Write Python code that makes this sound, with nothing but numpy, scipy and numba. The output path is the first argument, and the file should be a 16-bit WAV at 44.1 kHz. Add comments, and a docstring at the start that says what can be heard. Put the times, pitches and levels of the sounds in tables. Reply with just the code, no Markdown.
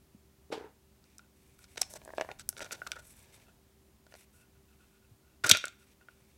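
"""A table in a quiet room, with the microphone close: a small plastic tub is dragged off it, pushed out of
its outer shell and turned in the hands until its lid snaps off.
Clicks and stick-slip scrapes ring shell, cavity and thin walls, and at last shake the freed lid.
Gritty slips make the table rattle, the skin rustle and the creaks; filtered noise and tones make the room."""
import sys
import numpy as np
from scipy import signal
from scipy.fft import rfft, irfft
from scipy.io import wavfile
from scipy.ndimage import uniform_filter1d
from numba import njit

SR = 44100
rng = np.random.default_rng(int(sys.argv[2]) if len(sys.argv) > 2 else 0)


def materialize(psi):
    """Save the field psi as 16-bit PCM at rate SR to the path in sys.argv[1].

    A 1-D psi becomes a single channel; in a 2-D psi each row is a channel.
    """
    bounded = np.clip(np.atleast_2d(psi).T, -1, 1)
    quanta = np.round(bounded * 32767).astype(np.int16)
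    wavfile.write(sys.argv[1], SR, quanta)


N = 281088
T = np.arange(N) / SR

# clicks of nails and rims: start [t/s], crack drive [level/dB], hollow ring drive [level/dB], crack centre [f/Hz]
CLICKS = [(1.041, -50, -63, 4000), (1.183, -36, -63, 6840), (1.1934, -47, -47.5, 2540),
          (1.5905, -43.5, -58, 7940), (1.6417, -40.5, -50.5, 3900), (1.759, -43, -51, 4100),
          (1.7781, -24.5, -64, 3260), (1.817, -7.5, -32, 5700), (1.8302, -32, -52, 3180),
          (1.938, -31.5, -43, 7100), (2.0164, -47.5, -48, 2220), (2.05, -37.5, -66, 8260),
          (2.0577, -61, -45, 2200), (2.077, -50.5, -37, 4730), (2.0911, -67, -42.5, 2350),
          (2.104, -55, -38.5, 2470), (2.136, -64, -39, 2230), (2.169, -46, -65, 4600),
          (2.1763, -40, -48, 4710), (2.1819, -29.5, -26, 2030), (2.1974, -38, -32, 2420),
          (2.2106, -19.5, -23.5, 2060), (2.22, -39.5, -36, 2440), (2.2474, -57, -40, 2710),
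          (2.2892, -45, -34.5, 2300), (2.315, -35, -46.5, 3200), (2.396, -30.5, -44, 5100),
          (2.4905, -9, -36.5, 10840), (2.5277, -45, -46, 4650), (2.567, -36, -41, 3540),
          (2.5934, -33.5, -37.5, 4800), (2.6056, -34, -34, 3250), (2.6453, -34, -44, 5000),
          (2.663, -39, -40, 2620), (2.7094, -35, -34, 2650), (2.818, -53, -27.5, 2210),
          (2.866, -37.5, -29.5, 3410), (2.9179, -21, -31, 4100), (2.9654, -61, -44.5, 2600),
          (3.4846, -61, -55.5, 2590), (4.0663, -50.5, -54, 3760), (4.123, -47, -48.5, 3080),
          (4.14, -41, -47, 3060), (4.152, -41.5, -46.5, 3030), (5.5003, -39.5, -16, 4000),
          (5.513, 7, -39, 4240), (5.549, -18, -24, 2503), (5.5711, -14.5, -30.5, 4230),
          (5.6406, -28, -21, 2550), (5.655, -22, -40, 7000), (5.6695, -40, -34, 2600),
          (5.681, -28, -40, 4000), (6.0106, -69, -49.5, 2724), (6.0855, -54, -41.5, 2690)]
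# stick-slip scrapes of rim on rim:
# start [t/s], length [t/ms], hollow ring drive [level/dB], rasp drive [level/dB], rasp centre [f/Hz]
SCRAPES = [(1.63, 28, -78, -58, 5250), (1.771, 12.4, -41.5, -35, 4100), (1.783, 31, -58.5, -49.5, 5530),
           (1.813, 6.4, -42.5, -28.5, 6900), (1.895, 33, -64, -49, 8600), (1.924, 25, -71, -50, 8400),
           (1.949, 28, -48, -46.5, 6800), (2.292, 36, -49, -55, 2680), (2.386, 37.5, -57.5, -47.5, 5760),
           (2.573, 15, -49, -42.5, 5300), (2.609, 26.5, -45, -39, 4750), (2.628, 53, -57.5, -52, 4000),
           (2.715, 21.7, -43.5, -34, 6360), (2.734, 28, -50.5, -47.5, 3860), (2.869, 7.1, -37, -35.5, 5360),
           (2.918, 19.6, -47.5, -49, 3980), (2.955, 25, -47, -52, 5260), (2.985, 21, -55, -52, 6500),
           (5.437, 16.7, -25.5, -28, 4400), (5.454, 13.3, -29, -35, 4320), (5.462, 14, -33, -26.5, 6500),
           (5.474, 15.6, -36.5, -32.5, 3500), (5.4919, 10, -34, -11, 6000), (5.501, 11.6, -30.5, -26, 4000),
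           (5.5129, 8, -24, -7.5, 2370), (5.524, 47, -37.5, -39, 3232)]
# modes of the outer shell: pitch [f/Hz], relative level [level/dB], 60 dB decay [t/s]
SHELL = [(647, 4, 0.015), (433, -11, 0.018), (1710, -2, 0.014), (910, -0.5, 0.01)]
# modes of the tub's hollow: pitch [f/Hz], relative level [level/dB], 60 dB decay [t/s]
CAVITY = [(1443.5, -1, 0.025), (2634, -25, 0.032)]


def undb(db):
    """Decibels to linear gain."""
    return 10 ** (np.asarray(db) / 20)


def unit(x):
    """Scale to rms 1."""
    return x / np.sqrt(np.mean(x ** 2))


@njit
def svf(x, hz, k):
    """State-variable band-pass whose centre may move; k = width / centre."""
    y, b, l = np.empty(len(x)), 0., 0.
    for i in range(len(x)):
        g = np.tan(np.pi * hz[i] / SR)
        v = (b + g * (x[i] - l)) / (1 + g * (g + k))
        b, l, y[i] = 2 * v - b, l + 2 * g * v, k * v
    return y


def band(x, hz, width_hz):
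    """Band-pass with a fixed centre."""
    return svf(x, np.full(N, 1. * hz), width_hz / hz)


def ring(modes, stretch=1, spread_db=0):
    """Response of decaying modes to one tap."""
    t = T[:SR // 5]
    spread_db = spread_db + np.zeros(len(modes))
    out = np.zeros(len(t))
    for (hz, db, t60_s), more_db in zip(modes, spread_db):
        out += undb(db + more_db - 60 * t / t60_s) * np.sin(2 * np.pi * hz * stretch * t)
    return out


def shiver(hz, width_hz, t60_s):
    """Response of very many close modes: noise that dies away; energy 1."""
    tail = band(rng.standard_normal(N), hz, width_hz) * undb(-60 * T / t60_s)
    tail = tail[:SR // 2]
    return tail / np.linalg.norm(tail)


def grit(scatter_db, smear_s):
    """Dense slips of very uneven size; rms 1."""
    smooth = uniform_filter1d(rng.exponential(size=N), int(smear_s * SR) + 1)
    size = undb(scatter_db * smooth * np.sqrt(smear_s * SR))  # the root undoes the loss of scatter in smoothing
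    size = np.minimum(size / np.median(size), 30)
    return unit(size * rng.standard_normal(N))


def swells(rows, power):
    """Gain of (start [t/s], length [t/s], level [dB]) gestures that each rise and fall."""
    gain = np.zeros(N)
    for s, length_s, db in np.atleast_2d(rows):
        arch = np.sin(np.pi * np.clip((T - s) / length_s, 0, 1))
        gain += undb(db) * np.maximum(arch, 0) ** power
    return gain


def walls(x, ring_db):
    """Thin walls add their resonances to a broad sound."""
    # wall resonances: centre [f/Hz], width [f/Hz], relative level [level/dB]
    wall_modes = [(2336, 500, 3), (3000, 200, -12), (3630, 170, -1.5), (4795, 67, -11.5), (5780, 590, -4),
                  (7450, 53, -15.5), (7990, 230, 2), (10800, 110, -1), (13400, 280, -5), (13800, 580, -2)]
    resonances = np.zeros(N)
    for k, (hz, width_hz, db) in enumerate(wall_modes):
        resonances += (-1) ** k * undb(db) * band(x, hz, width_hz)  # neighbours alternate in sign
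    return x + undb(ring_db) * resonances


def air():
    """Microphone hiss, low room rumble and a few wavering appliance tones."""
    # spectrum of hiss and rumble: [f/Hz], relative density [level/dB per Hz]
    hiss_curve = [(15, -45), (25, -19.5), (70, -0.5), (97, -5.5), (127, -3.5), (217, -10.5), (249, -8),
                  (384, -16.5), (427, -17.5), (489, -16.5), (1520, -24), (3620, -26.5), (16000, -29)]
    # appliance tones: pitch [f/Hz], level of the steady tone [level/dB rms]
    tone_rows = [(70.0, -72.5), (209.9, -77.5), (317.6, -85.5), (387.6, -76.5)]
    f = np.fft.rfftfreq(N, 1 / SR) + 1  # 1 Hz up, to keep the logarithm finite
    hz, db = np.transpose(hiss_curve)
    colour = undb(np.interp(np.log(f), np.log(hz), db))
    hiss = unit(irfft(rfft(rng.standard_normal(N)) * colour, N))
    tones = np.zeros(N)
    for hz, db in tone_rows:
        steady = np.sqrt(2) * np.sin(2 * np.pi * hz * T)
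        waver = .5 * unit(band(rng.standard_normal(N), hz, 11))
        tones += undb(db) * (steady + waver)
    return undb(-66.5) * hiss + tones


def room(x, wet_db, t60_s):
    """Diffuse echoes, dull because the treble is soaked up."""
    echoes = signal.fftconvolve(x, shiver(1500, 3000, t60_s))[:N]
    return undb(wet_db) * np.roll(echoes, int(0.0055 * SR))  # echoes start 5.5 ms late


def table():
    """The table top rattles under the dragged tub; dull thuds come from it and later from the hands' jerks."""
    # resonances of the table top: centre [f/Hz], width before widening [f/Hz], relative level [level/dB]
    top_modes = [(321, 61, 22.5), (438, 63, 27), (854, 267, 20), (1320, 460, 10)]
    # thuds of the tub on the table, later of the hands' jerks: start [t/s], drive [level/dB], pitch [f/Hz]
    thuds = [(0.147, -41.5, 205), (0.503, -33.5, 400), (0.51, -39, 400), (0.577, -27, 440),
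             (0.61, -34, 393), (0.643, -35, 427), (5.113, -44.5, 109), (5.443, -32, 118),
             (5.512, -26.5, 95.7), (5.516, -23, 220)]
    jolt_s, rise_s, lift_s = .528, 0.0082, 0.665  # the tub jerks loose, slides and leaves the table
    jolt_db, jolt_db_per_s = -35.5, 702
    slide_db, slide_db_per_s = -45.5, 60
    sand_db, sand_db_per_s, lift_db_per_s = -42, 295, 250

    slips = grit(scatter_db=2.5, smear_s=0.00075)
    top = np.zeros(N)
    for hz, width_hz, db in top_modes:
        wide_hz = 1.9 * width_hz  # each of the two passes is wider
        top += undb(db) * band(band(slips, hz, wide_hz), hz, wide_hz)
    top = unit(top)
    sand = unit(band(band(slips, 2100, 3000), 2100, 3000))

    after_s = np.maximum(T - jolt_s, 0)
    onset = np.exp(-(np.minimum(T - jolt_s, 0) / rise_s) ** 2)
    touch = onset * undb(-lift_db_per_s * np.maximum(T - lift_s, 0))
    rattle = undb(jolt_db - jolt_db_per_s * after_s) + undb(slide_db - slide_db_per_s * after_s)
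    out = touch * (rattle * top + undb(sand_db - sand_db_per_s * after_s) * sand)
    for s, db, hz in thuds:
        # a soft contact, about a cycle long
        thud = ring([(hz, db, 9 / hz)]) * (1 - np.exp(-T[:SR // 5] * hz * 3.6))
        i = int(s * SR)
        out[i:i + len(thud)] += thud
    return signal.sosfilt(signal.butter(2, 70, "highpass", fs=SR, output="sos"), out)


def fingers():
    """Skin scuffs over the walls in patches and makes the cavity hum faintly; the hands rumble."""
    # strokes over the plastic: start [t/s], length [t/s], rustle [level/dB], bright minus low rustle [level/dB]
    strokes = [(1.048, 0.13, -73.5, -27), (1.355, 0.22, -75.5, -1), (1.584, 0.068, -68, 0),
               (1.679, 0.093, -68.5, -1.5), (3.021, 0.12, -67.5, 6), (3.137, 0.11, -67.5, 1.5),
               (3.232, 0.086, -68, -35), (3.323, 0.046, -63, -1.5), (3.368, 0.077, -68.5, -20),
               (4.09, 0.08, -72, -4), (4.157, 0.091, -66, 0), (4.326, 0.11, -76.5, 7.5),
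               (4.7, 0.29, -79, -2), (5.784, 0.068, -70.5, -4), (5.865, 0.071, -70.5, -8),
               (6.091, 0.32, -76, -6.5)]
    # hums of the cavity as skin drags on its rim: start [t/s], length [t/s], [level/dB]
    hums = [(1.2, .07, -73), (1.6, 0.045, -71), (3.46, 0.054, -69.5), (4.33, 0.14, -70.5),
            (4.55, 0.026, -72), (4.68, 0.065, -73), (4.79, 0.069, -68), (4.9, 0.1, -74),
            (5.02, 0.053, -74.5), (5.23, 0.14, -76), (5.8, 0.051, -70), (6.0, 0.041, -68),
            (6.09, 0.049, -68)]
    # rumble while the hands work near the microphone: start [t/s], length [t/s], [level/dB]
    hands = (1.4, 2.2, -64)
    patches = [undb(2.5 * unit(band(rng.standard_normal(N), 16, 32))) for _ in range(3)]
    slips = [unit(p * grit(scatter_db=1.0, smear_s=0.0011)) for p in patches]

    low = unit(walls(band(slips[0], 1700, 6900), ring_db=4.0))
    high = unit(walls(band(band(slips[1], 9700, 9800), 9700, 9800), ring_db=0.5))
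    hum = unit(band(slips[2], CAVITY[0][0], 45) + 0.28 * band(slips[2], CAVITY[1][0], 150))
    rumble = unit(band(band(rng.standard_normal(N), 71, 150), 71, 150))

    low_rows = [(s, length_s, db) for s, length_s, db, _ in strokes]
    high_rows = [(s, length_s, db + more_db) for s, length_s, db, more_db in strokes]
    rustle = swells(low_rows, power=0.2) * low + swells(high_rows, power=0.22) * high
    return rustle + swells(hums, power=0.47) * hum + swells(hands, power=0.47) * rumble


def creak():
    """Thumb pushes make dense tiny slips between tub and shell."""
    # thumb pushes: start [t/s], length [t/s], [level/dB]
    pushes = [(1.75, 0.34, -66.5), (2.0, 0.39, -62.5), (2.5, 0.56, -61.5), (3.03, 0.58, -69)]
    slips = grit(scatter_db=3.0, smear_s=.001)
    shell = signal.fftconvolve(slips, ring(SHELL))[:N]
    groan = unit(band(shell, 1200, 1600))
    fizz = unit(band(slips, 3400, 12000))
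    return swells(pushes, power=0.7) * unit(groan + 0.84 * fizz)


def hollow(s, db):
    """Levels of shell and cavity for a contact at time s: the grip damps one of the two."""
    # which hollow part rings, as thumbs damp the tub or the shell: [t/s], cavity minus shell [level/dB]
    grip_lean = [(1.2, 33), (1.68, 15), (1.75, -0.5), (1.94, -11), (2.14, -22), (2.33, -5), (2.38, 13),
                 (2.6, 9), (2.606, -2.5), (2.64, 3), (2.71, 9), (2.73, -5), (2.81, 14), (2.88, 12),
                 (2.92, 28), (2.96, 4), (4.13, 0.5), (5.44, 18), (5.47, 6), (5.5, 11.5), (5.53, 8.5),
                 (5.64, 14.5), (6.1, 9)]
    lean_db = np.interp(s, *np.transpose(grip_lean))
    return db - max(lean_db, 0), db + min(lean_db, 0)


def scrapes():
    """Stick-slip bursts ring shell and cavity and rasp; returns (hollow ring, rasp)."""
    shell, cavity, rasp = np.zeros(N), np.zeros(N), np.zeros(N)
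    h_shell, h_cavity = ring(SHELL), ring(CAVITY)
    slips = grit(scatter_db=-1.5, smear_s=0.00013)
    for s, ms, ring_db, rasp_db, _ in SCRAPES:
        shell_db, cavity_db = hollow(s, ring_db)
        i, n = int(s * SR), int(ms * SR / 1000)
        # the grip builds, slips and lets go
        push = slips[i:i + n] * np.sin(np.pi * np.linspace(0, 1, n)) ** 0.68
        shell[i:i + n] += push * undb(shell_db) / np.linalg.norm(h_shell)
        cavity[i:i + n] += push * undb(cavity_db) / np.linalg.norm(h_cavity)
        rasp[i:i + n] += push * undb(rasp_db)
    ringing = signal.fftconvolve(shell, h_shell)[:N] + signal.fftconvolve(cavity, h_cavity)[:N]
    return ringing, rasp


def clicks():
    """Short contacts knock the hollow parts and crack; returns (knocks, cracks)."""
    contact_s = .0004  # a fingertip's push takes this long to build
    knocks, cracks = np.zeros(N), np.zeros(N)
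    t = T[:SR // 40]
    bursts = rng.standard_normal((len(CLICKS), len(t)))
    grips = rng.standard_normal((len(CLICKS), 9))
    for (s, crack_db, ring_db, hz), burst, grip in zip(CLICKS, bursts, grips):
        shell_db, cavity_db = hollow(s, ring_db)
        i = int(s * SR)
        # every grip bends the shell differently, which shifts and reweights its modes
        knock = undb(shell_db) * ring(SHELL, 1 + .1 * grip[0], 3.0 * grip[1:5])
        knock += undb(cavity_db) * ring(CAVITY, 1 + 0.01 * grip[5], 2.4 * grip[6:8])
        knocks[i:i + len(knock)] += knock * (1 - np.exp(-T[:len(knock)] / contact_s))
        # a crack lasts a few cycles of its own pitch, then fizzles
        fade = np.exp(-t * hz / 4.3) + 0.073 * np.exp(-t / 0.0061)
        cracks[i:i + len(t)] += burst * undb(crack_db) * fade
    return knocks, cracks


def contact_centre():
    """Band centre in Hz over time: each contact keeps its colour until the next one."""
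    starts = np.array(sorted((row[0], row[-1]) for row in CLICKS + SCRAPES))
    latest = np.maximum(np.searchsorted(starts[:, 0], T + 1 / SR) - 1, 0)
    return np.minimum(starts[latest, 1], .3 * SR)


def tub():
    """Clicks and scrapes drive the shell, the cavity, the walls and at last the freed lid."""
    # the freed lid shivers in many close modes: centre [f/Hz], width [f/Hz], 60 dB decay [t/s], [level/dB]
    lid_modes = (2350.5, 1802.5, 0.2548, -17)
    lid_free_s = 5.51
    ringing, rasp = scrapes()
    knocks, cracks = clicks()

    centre = contact_centre()
    coloured = svf(svf(cracks + rasp, centre, 1.5), centre, 1.5)
    bright = walls(coloured, ring_db=-2.0)
    lid = signal.fftconvolve(bright * (T > lid_free_s), shiver(*lid_modes[:3]))[:N]
    # soft contacts round the attack; the knocks and ringing are kept between about 280 Hz and 4 kHz
    body_band = signal.butter(2, [280, 4000], "bandpass", fs=SR, output="sos")
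    body = signal.sosfilt(body_band, knocks + ringing)
    return bright + undb(lid_modes[3]) * lid + body


def scene():
    """The sources near the microphone, their echoes and the air of the room."""
    near = tub() + creak() + fingers() + table()
    return (near + room(near, wet_db=-22.5, t60_s=0.32) + air())[None]


def record(dry):
    """The recorder rounds the loudest peaks and cuts the top above 16 kHz."""
    rounded = .9 * np.tanh(dry / .9)
    return signal.sosfilt(signal.ellip(10, .2, 90, 16000, fs=SR, output="sos"), rounded)


dry = scene()
out = record(dry)
materialize(out)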